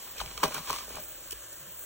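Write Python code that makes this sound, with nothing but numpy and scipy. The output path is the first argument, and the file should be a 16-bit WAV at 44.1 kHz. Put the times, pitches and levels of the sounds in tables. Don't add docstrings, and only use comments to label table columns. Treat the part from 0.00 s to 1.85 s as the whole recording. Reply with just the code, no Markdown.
import sys
import numpy as np
from scipy import signal
from scipy.fft import rfft, irfft, next_fast_len
from scipy.io import wavfile
from scipy.ndimage import uniform_filter1d

SR = 44100
rng = np.random.default_rng(int(sys.argv[2]) if len(sys.argv) > 2 else 0)


def dump_mix(stems):
    frames = np.atleast_2d(stems).T
    limited = np.clip(frames, -1, 1)
    pcm = np.round(limited * 32767).astype(np.int16)
    wavfile.write(sys.argv[1], SR, pcm)


N = 81585
TIME_S = np.arange(N) / SR
BIN_HZ = np.arange(N // 2 + 1) * SR / N


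def amp(db):
    return 10 ** (np.asarray(db) / 20)


def unit(x):
    return x / np.sqrt(np.mean(x ** 2) + 1e-20)


def in_time(rows):
    seconds, *columns = np.transpose(rows)
    return [np.interp(TIME_S, seconds, column) for column in columns]


def colour(x, spectrum):
    hz, db = np.transpose(spectrum)
    bins_hz = np.arange(len(x) // 2 + 1) * SR / len(x)
    log_hz = np.log(np.maximum(bins_hz, 1))
    gain = amp(np.interp(log_hz, np.log(hz), db, left=-60))
    return irfft(rfft(x) * unit(gain), len(x))


def ring(x, hz, t60):
    decay = amp(-60 / (min(t60, .055) * SR))
    turn = 2 * np.pi * hz / SR
    return signal.lfilter([0, np.sin(turn)], [1, -2 * decay * np.cos(turn), decay ** 2], x + 1e-18)


def clicks(per_s, spread_db):
    sizes = amp(spread_db * np.minimum(rng.exponential(1, N), 4))
    signs = rng.choice([-1, 1], N)
    return sizes * signs * (rng.random(N) < per_s / SR)


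# pitch in Hz, relative level in dB,
# time to die by 60 dB in seconds (before the limit in ring, and any stretch in flurries).
POT_MODES = [(264, -1.5, 0.04), (410, -1, 0.063), (483, 0, 0.043), (620, 1.5, 0.035), (814, 0.5, 0.023),
             (1005, 2.5, 0.028), (1110, 3, 0.025), (1219, 2, 0.026), (1436, 0, 0.019), (1600, 1, 0.019),
             (2000, -3, 0.011), (2280, 2.5, 0.028), (2502, 4.5, 0.021), (2970, 3, 0.03), (3260, 2, 0.035),
             (3800, -3, 0.027), (4100, 2.5, 0.024), (5700, -1, .012)]
# frequency in Hz, relative level in dB per Hz.
SNAP_COLOUR = [(1500, 7.5), (3000, 12), (5000, 13), (6500, 10), (9000, 9), (12000, 6), (15500, 10.5)]
# time in seconds, relative level of the rap in dB, pitch of the rap in Hz,
# bright snap in dB relative to the rap's column, highest treble in dB relative to the same,
# time for the burst to die by 60 dB in seconds, fall of the modes away from the pitch in dB per octave.
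POPS = [(0.181, -36, 3170, 3, -19, 0.031, 33), (0.201, -22, 1280, -21, -18, 0.019, 23),
        (0.2025, -24, 3800, -14, -25, 0.0094, 49), (0.2132, -25, 2970, -16, -25, 0.0054, 38),
        (0.2135, -19, 820, -12, -39, 0.0082, 22), (0.2604, -32.5, 3740, 9, -24, 0.0075, 10),
        (0.276, -32, 2270, -11, -20, 0.0074, 11), (0.313, -31.5, 3060, -18, -17, 0.0049, 1.5),
        (0.3771, -30, 5700, 4, -26, 0.0097, 41), (0.3769, -25, 3100, -12, -26, 0.0048, 3),
        (0.378, -31.5, 1300, -20, -26, 0.0079, 41), (0.432, -6.5, 1005, -14, -18, 0.018, 12.5),
        (0.437, -11, 1200, -2, -28, 0.01, 17), (0.441, -14, 325, -27, -22, 0.0044, 8),
        (0.449, -14.5, 680, -30, -23, 0.021, 14.5), (0.455, -19.5, 950, -9, -13, 0.023, 13),
        (0.508, -29, 700, -18, -18, 0.01, 14), (0.522, -27, 1580, -23, -15, 0.0075, 9),
        (0.546, -27, 1010, 0.5, -12, 0.017, 14), (0.553, -27.5, 1060, -25, -20, 0.013, 3),
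        (0.565, -27, 1410, -12, -20, 0.0096, 17), (0.58, -24, 1110, -23, -8, 0.011, 9),
        (0.673, -32, 1070, 1, -23, 0.014, 18), (0.696, -32.5, 1240, 14, -12, 0.0073, 11),
        (0.701, -13.5, 1020, -7, -20, 0.0075, 23), (0.707, -24, 620, 13.5, -23, 0.0051, 5.5),
        (0.729, -20.5, 1100, 5, -26, 0.0075, 18), (0.735, -26, 1160, -13, -21, 0.0069, 29),
        (0.75, -31.5, 1070, 5, -20, 0.0075, 35), (0.761, -26.5, 1130, 3, -21, 0.0095, 16),
        (0.784, -28, 1200, -3.5, -28, 0.033, 9), (0.807, -32.5, 1060, -6, -17, 0.014, 7),
        (0.879, -32, 477, -5, -15, 0.0094, 13), (0.904, -31.5, 500, -12, -7, 0.016, 6),
        (0.955, -38, 3100, -24, -16, 0.0073, 18), (0.968, -26.5, 900, -17, -23, 0.0088, 10),
        (0.983, -27, 786, -18, -12, 0.0034, 21), (1.31, -33, 2970, -14, 1, 0.009, 28),
        (1.3228, -38, 2970, 4, -10, 0.0091, 33), (1.326, -34, 410, -20, -8, 0.021, 13.5),
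        (1.328, -31.5, 2970, -8, -10, 0.0061, 38)]
RAP_DB, SNAP_DB = -10, 1
ATTACK_S = .0008
LEAD_S, SNAP_LAG_S = .0018, .0018
FIRST_BLOW = 2.34


def pops():
    out = np.zeros(N + SR)
    t = np.arange(SR // 8) / SR
    for start_s, rap_db, pitch_hz, snap_db, top_db, t60, fall_db in POPS:
        shape = (1 - np.exp(-t / ATTACK_S)) * amp(-60 * t / t60)
        burst, spit = rng.standard_normal((2, len(t))) * shape
        burst[int(ATTACK_S * SR)] += FIRST_BLOW * rng.choice([-1, 1])

        rap = np.zeros(len(t))
        for k, (hz, mode_db, mode_t60) in enumerate(POT_MODES):
            share = amp(mode_db - fall_db * abs(np.log2(hz / pitch_hz)))
            rap += share * (-1) ** k * np.sqrt(mode_t60) * unit(ring(burst, hz, mode_t60))
        loudest = np.sqrt(uniform_filter1d(rap ** 2, size=88).max())
        i = int((start_s - LEAD_S) * SR)
        out[i:i + len(t)] += amp(rap_db + RAP_DB) * rap / loudest

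        snap = amp(rap_db + snap_db + SNAP_DB) * colour(spit, SNAP_COLOUR)
        top = amp(rap_db + top_db + SNAP_DB) * colour(spit, [(9200, -8), (15800, 0)])
        i += int(SNAP_LAG_S * SR)
        out[i:i + len(t)] += snap + top
    return out[:N]


# time in seconds, level of the ringing pot in dB,
# level of the bright snapping in dB, pitch that rings most in Hz.
FLURRY_CURVE = [(0, -53.5, -48, 930), (.15, -57, -50.5, 980), (.185, -45, -44, 3240),
                (.21, -48, -35.5, 1110), (.235, -47, -47.5, 685), (.36, -55.5, -47, 950),
                (.425, -43, -43.5, 1110), (.44, -30.5, -25, 1010), (.465, -39, -38.5, 790),
                (.485, -39, -47, 645), (.5, -48.5, -43, 705), (.535, -43.5, -40.5, 1310),
                (.55, -42.5, -38.5, 1340), (.585, -42, -37.5, 1300), (.61, -50, -46.5, 1100),
                (.665, -50, -43.5, 1080), (.695, -41, -35.5, 1120), (.74, -42, -36.5, 1100),
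                (.775, -51.5, -39, 1120), (.797, -51.5, -40.5, 1120), (.83, -49, -45.5, 1120),
                (.87, -56.5, -49.5, 710), (.95, -48, -45, 750), (.995, -48.5, -45, 600),
                (1.03, -55.5, -56, 600), (1.3, -64, -51.5, 1030), (1.85, -62, -59, 1040)]
CRACKLES_PER_S, CRACKLE_SPREAD_DB = 2500, 3.5
FALL_DB_PER_OCT, FALL_MOST_DB = 15, 9.5
RING_STRETCH = 1.64


def flurries():
    ring_db, snap_db, pitch_hz = in_time(FLURRY_CURVE)
    grains = clicks(CRACKLES_PER_S, CRACKLE_SPREAD_DB)
    dealt = rng.integers(0, 3, N)
    rings, power = np.zeros(N), np.zeros(N)
    for k, (hz, mode_db, t60) in enumerate(POT_MODES):
        fall_db = np.minimum(FALL_DB_PER_OCT * abs(np.log2(hz / pitch_hz)), FALL_MOST_DB)
        share = amp(mode_db - fall_db)
        rings += share * unit(ring(grains * (dealt == k % 3), hz, RING_STRETCH * t60))
        power += share ** 2
    filler = 4.2 * rng.standard_normal(N) * grains.std()
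    snaps = colour(grains + filler, SNAP_COLOUR)
    return amp(ring_db) * rings / np.sqrt(power) + amp(snap_db) * unit(snaps)


# start in seconds, relative level in dB.
TICKS = [(0.4796, -35), (0.5432, -29.5), (0.578, -38), (0.6965, -38), (0.892, -42), (0.9255, -48),
         (0.9557, -39), (1.0375, -41), (1.3082, -34), (1.32, -34), (1.324, -41), (1.3273, -34),
         (1.4222, -49), (1.529, -43)]
# frequency in Hz, relative level in dB per Hz.
TICK_COLOUR = [(2500, -5), (3100, -15), (5000, -5.5), (8000, -6.5), (12000, 0.5), (15800, -2)]
TICK_T60_S, TICK_DB = .019, 7.5


def ticks():
    out = np.zeros(N + SR)
    t = np.arange(SR // 50) / SR
    for start_s, db in TICKS:
        i = int(start_s * SR)
        out[i:i + len(t)] += amp(db + TICK_DB - 60 * t / TICK_T60_S) * rng.standard_normal(len(t))
    return colour(out[:N], TICK_COLOUR)


# time in seconds, level in dB.
SIZZLE_CURVE = [(0, -41), (.3, -50), (.55, -42), (.75, -43), (.95, -45), (1.01, -36), (1.08, -40),
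                (1.25, -44), (1.45, -47), (1.58, -46), (1.7, -47), (1.8, -37), (1.85, -42)]
BUBBLES_PER_S, BUBBLE_SPREAD_DB = 600, 3.2
PUFF_S = .0059


def sizzle():
    fade = np.exp(-1 / (PUFF_S * SR))
    bursts = np.abs(clicks(BUBBLES_PER_S, BUBBLE_SPREAD_DB))
    puffs = signal.lfilter([1], [1, -fade], bursts)
    bright = colour(puffs * rng.standard_normal(N), [(9450, -14), (13000, -6), (14500, 0), (15800, 1)])
    level_db, = in_time(SIZZLE_CURVE)
    return amp(level_db) * unit(bright)


# frequency in Hz, relative level in dB per Hz.
HISS_COLOUR = [(100, 10), (200, -49), (270, -6), (325, 7), (410, -1), (560, 8.5), (820, -4.5), (1650, 3.5),
               (2200, -7), (3100, 2.5), (3800, -4.5), (5500, -6), (7600, 7), (9500, -1.5), (10500, 6),
               (12300, -15.5), (14500, 11.5), (15800, -2)]
HISS_DB = -46
PATCH_EDGES_HZ = [1000, 2000, 3500, 5500, 7500, 9500, 11500, 13300]
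PATCHY_DB, PATCH_S = 1.5, .038


def hiss():
    noise = rfft(colour(rng.standard_normal(N), HISS_COLOUR))
    band_of_bin = np.searchsorted(PATCH_EDGES_HZ, BIN_HZ)
    knots_s = np.arange(0, N / SR + PATCH_S, PATCH_S)
    out = np.zeros(N)
    for k in range(len(PATCH_EDGES_HZ) + 1):
        swell = np.interp(TIME_S, knots_s, rng.standard_normal(len(knots_s)))
        out += amp(PATCHY_DB * swell) * irfft(noise * (band_of_bin == k), N)
    return amp(HISS_DB) * out


# time in seconds, level of the deep band in dB,
# level of the upper band in dB.
RUMBLE_CURVE = [(0.0, -69, -68), (0.174, -60.5, -65), (0.2, -52.5, -72), (0.22, -40.5, -60),
                (0.25, -46, -72.5), (0.318, -57, -58), (0.354, -51, -92), (0.412, -55, -60),
                (0.432, -60, -53), (0.45, -46, -35), (0.504, -61, -67), (0.56, -65, -51.5),
                (0.61, -58, -50), (0.664, -66, -92), (0.708, -51, -46.5), (0.788, -60, -102),
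                (0.802, -63, -73), (0.978, -53, -59), (0.998, -73, -52), (1.04, -56, -80),
                (1.112, -67, -67), (1.2, -59.5, -74.5), (1.23, -69, -65.5), (1.35, -53, -71),
                (1.488, -70.5, -76), (1.596, -62, -66.5), (1.622, -70, -58), (1.66, -88, -61),
                (1.69, -68, -57.5), (1.73, -63, -70), (1.85, -65, -70)]
RUMBLE_BANDS_HZ = [(40, 77.5), (125, 185)]
RUMBLE_EVENNESS = .89


def rumble():
    out = np.zeros(N)
    for level_db, band_hz in zip(in_time(RUMBLE_CURVE), RUMBLE_BANDS_HZ):
        band_filter = signal.butter(2, band_hz, "band", fs=SR, output="sos")
        band = signal.sosfilt(band_filter, rng.standard_normal(N + SR))[SR:]
        lumps = np.abs(signal.hilbert(band, next_fast_len(N)))[:N] + 1e-9
        out += amp(level_db) * unit(band / lumps ** RUMBLE_EVENNESS)
    return out


def stove():
    return pops() + flurries() + ticks() + sizzle() + hiss() + rumble()


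# frequency in Hz,
# likeness of left and right from 0 to 1, lead of the right in radians, level of left over right in dB.
STEREO = [(50, .94, 0, 0), (300, .94, -.1, -.5), (500, .8, -.4, -.5), (780, .45, -.8, .5),
          (1100, .9, -.15, 2), (2000, .93, 0, 1), (2600, .3, -.8, .5), (3600, .3, 1.2, 1),
          (4500, .65, 2.6, .3), (4850, .99, 3.1, 0), (5250, .99, 3.15, 0), (5450, .4, 1.2, 0),
          (6050, .98, .25, 0), (7000, .88, 1.2, 0), (9700, .82, 2.3, 0), (10600, .999, 3.12, 0),
          (12950, .999, 3.16, 0), (13400, .92, 3.7, 0), (16000, .9, 4.7, 0)]
CUTOFF_HZ = 15850


def scene():
    direct, scattered = rfft([stove(), stove()])
    hz, likeness, _, _ = np.transpose(STEREO)
    alike = np.interp(BIN_HZ, hz, likeness)
    shared = np.sqrt((1 + alike) / 2) * direct
    opposed = np.sqrt((1 - alike) / 2) * scattered
    return irfft(shared + opposed * [[1], [-1]], N)


def record(dry):
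    hz, _, lead, lean_db = np.transpose(STEREO)
    side = np.array([[-.5], [.5]])
    phase = np.exp(1j * np.interp(BIN_HZ, hz, lead) * side)
    level = amp(-np.interp(BIN_HZ, hz, lean_db) * side)
    heard = irfft(rfft(dry) * phase * level, N)
    top_cut = signal.ellip(14, .5, 75, CUTOFF_HZ, fs=SR, output="sos")
    return signal.sosfilt(top_cut, heard)


dry = scene()
out = record(dry)
dump_mix(out)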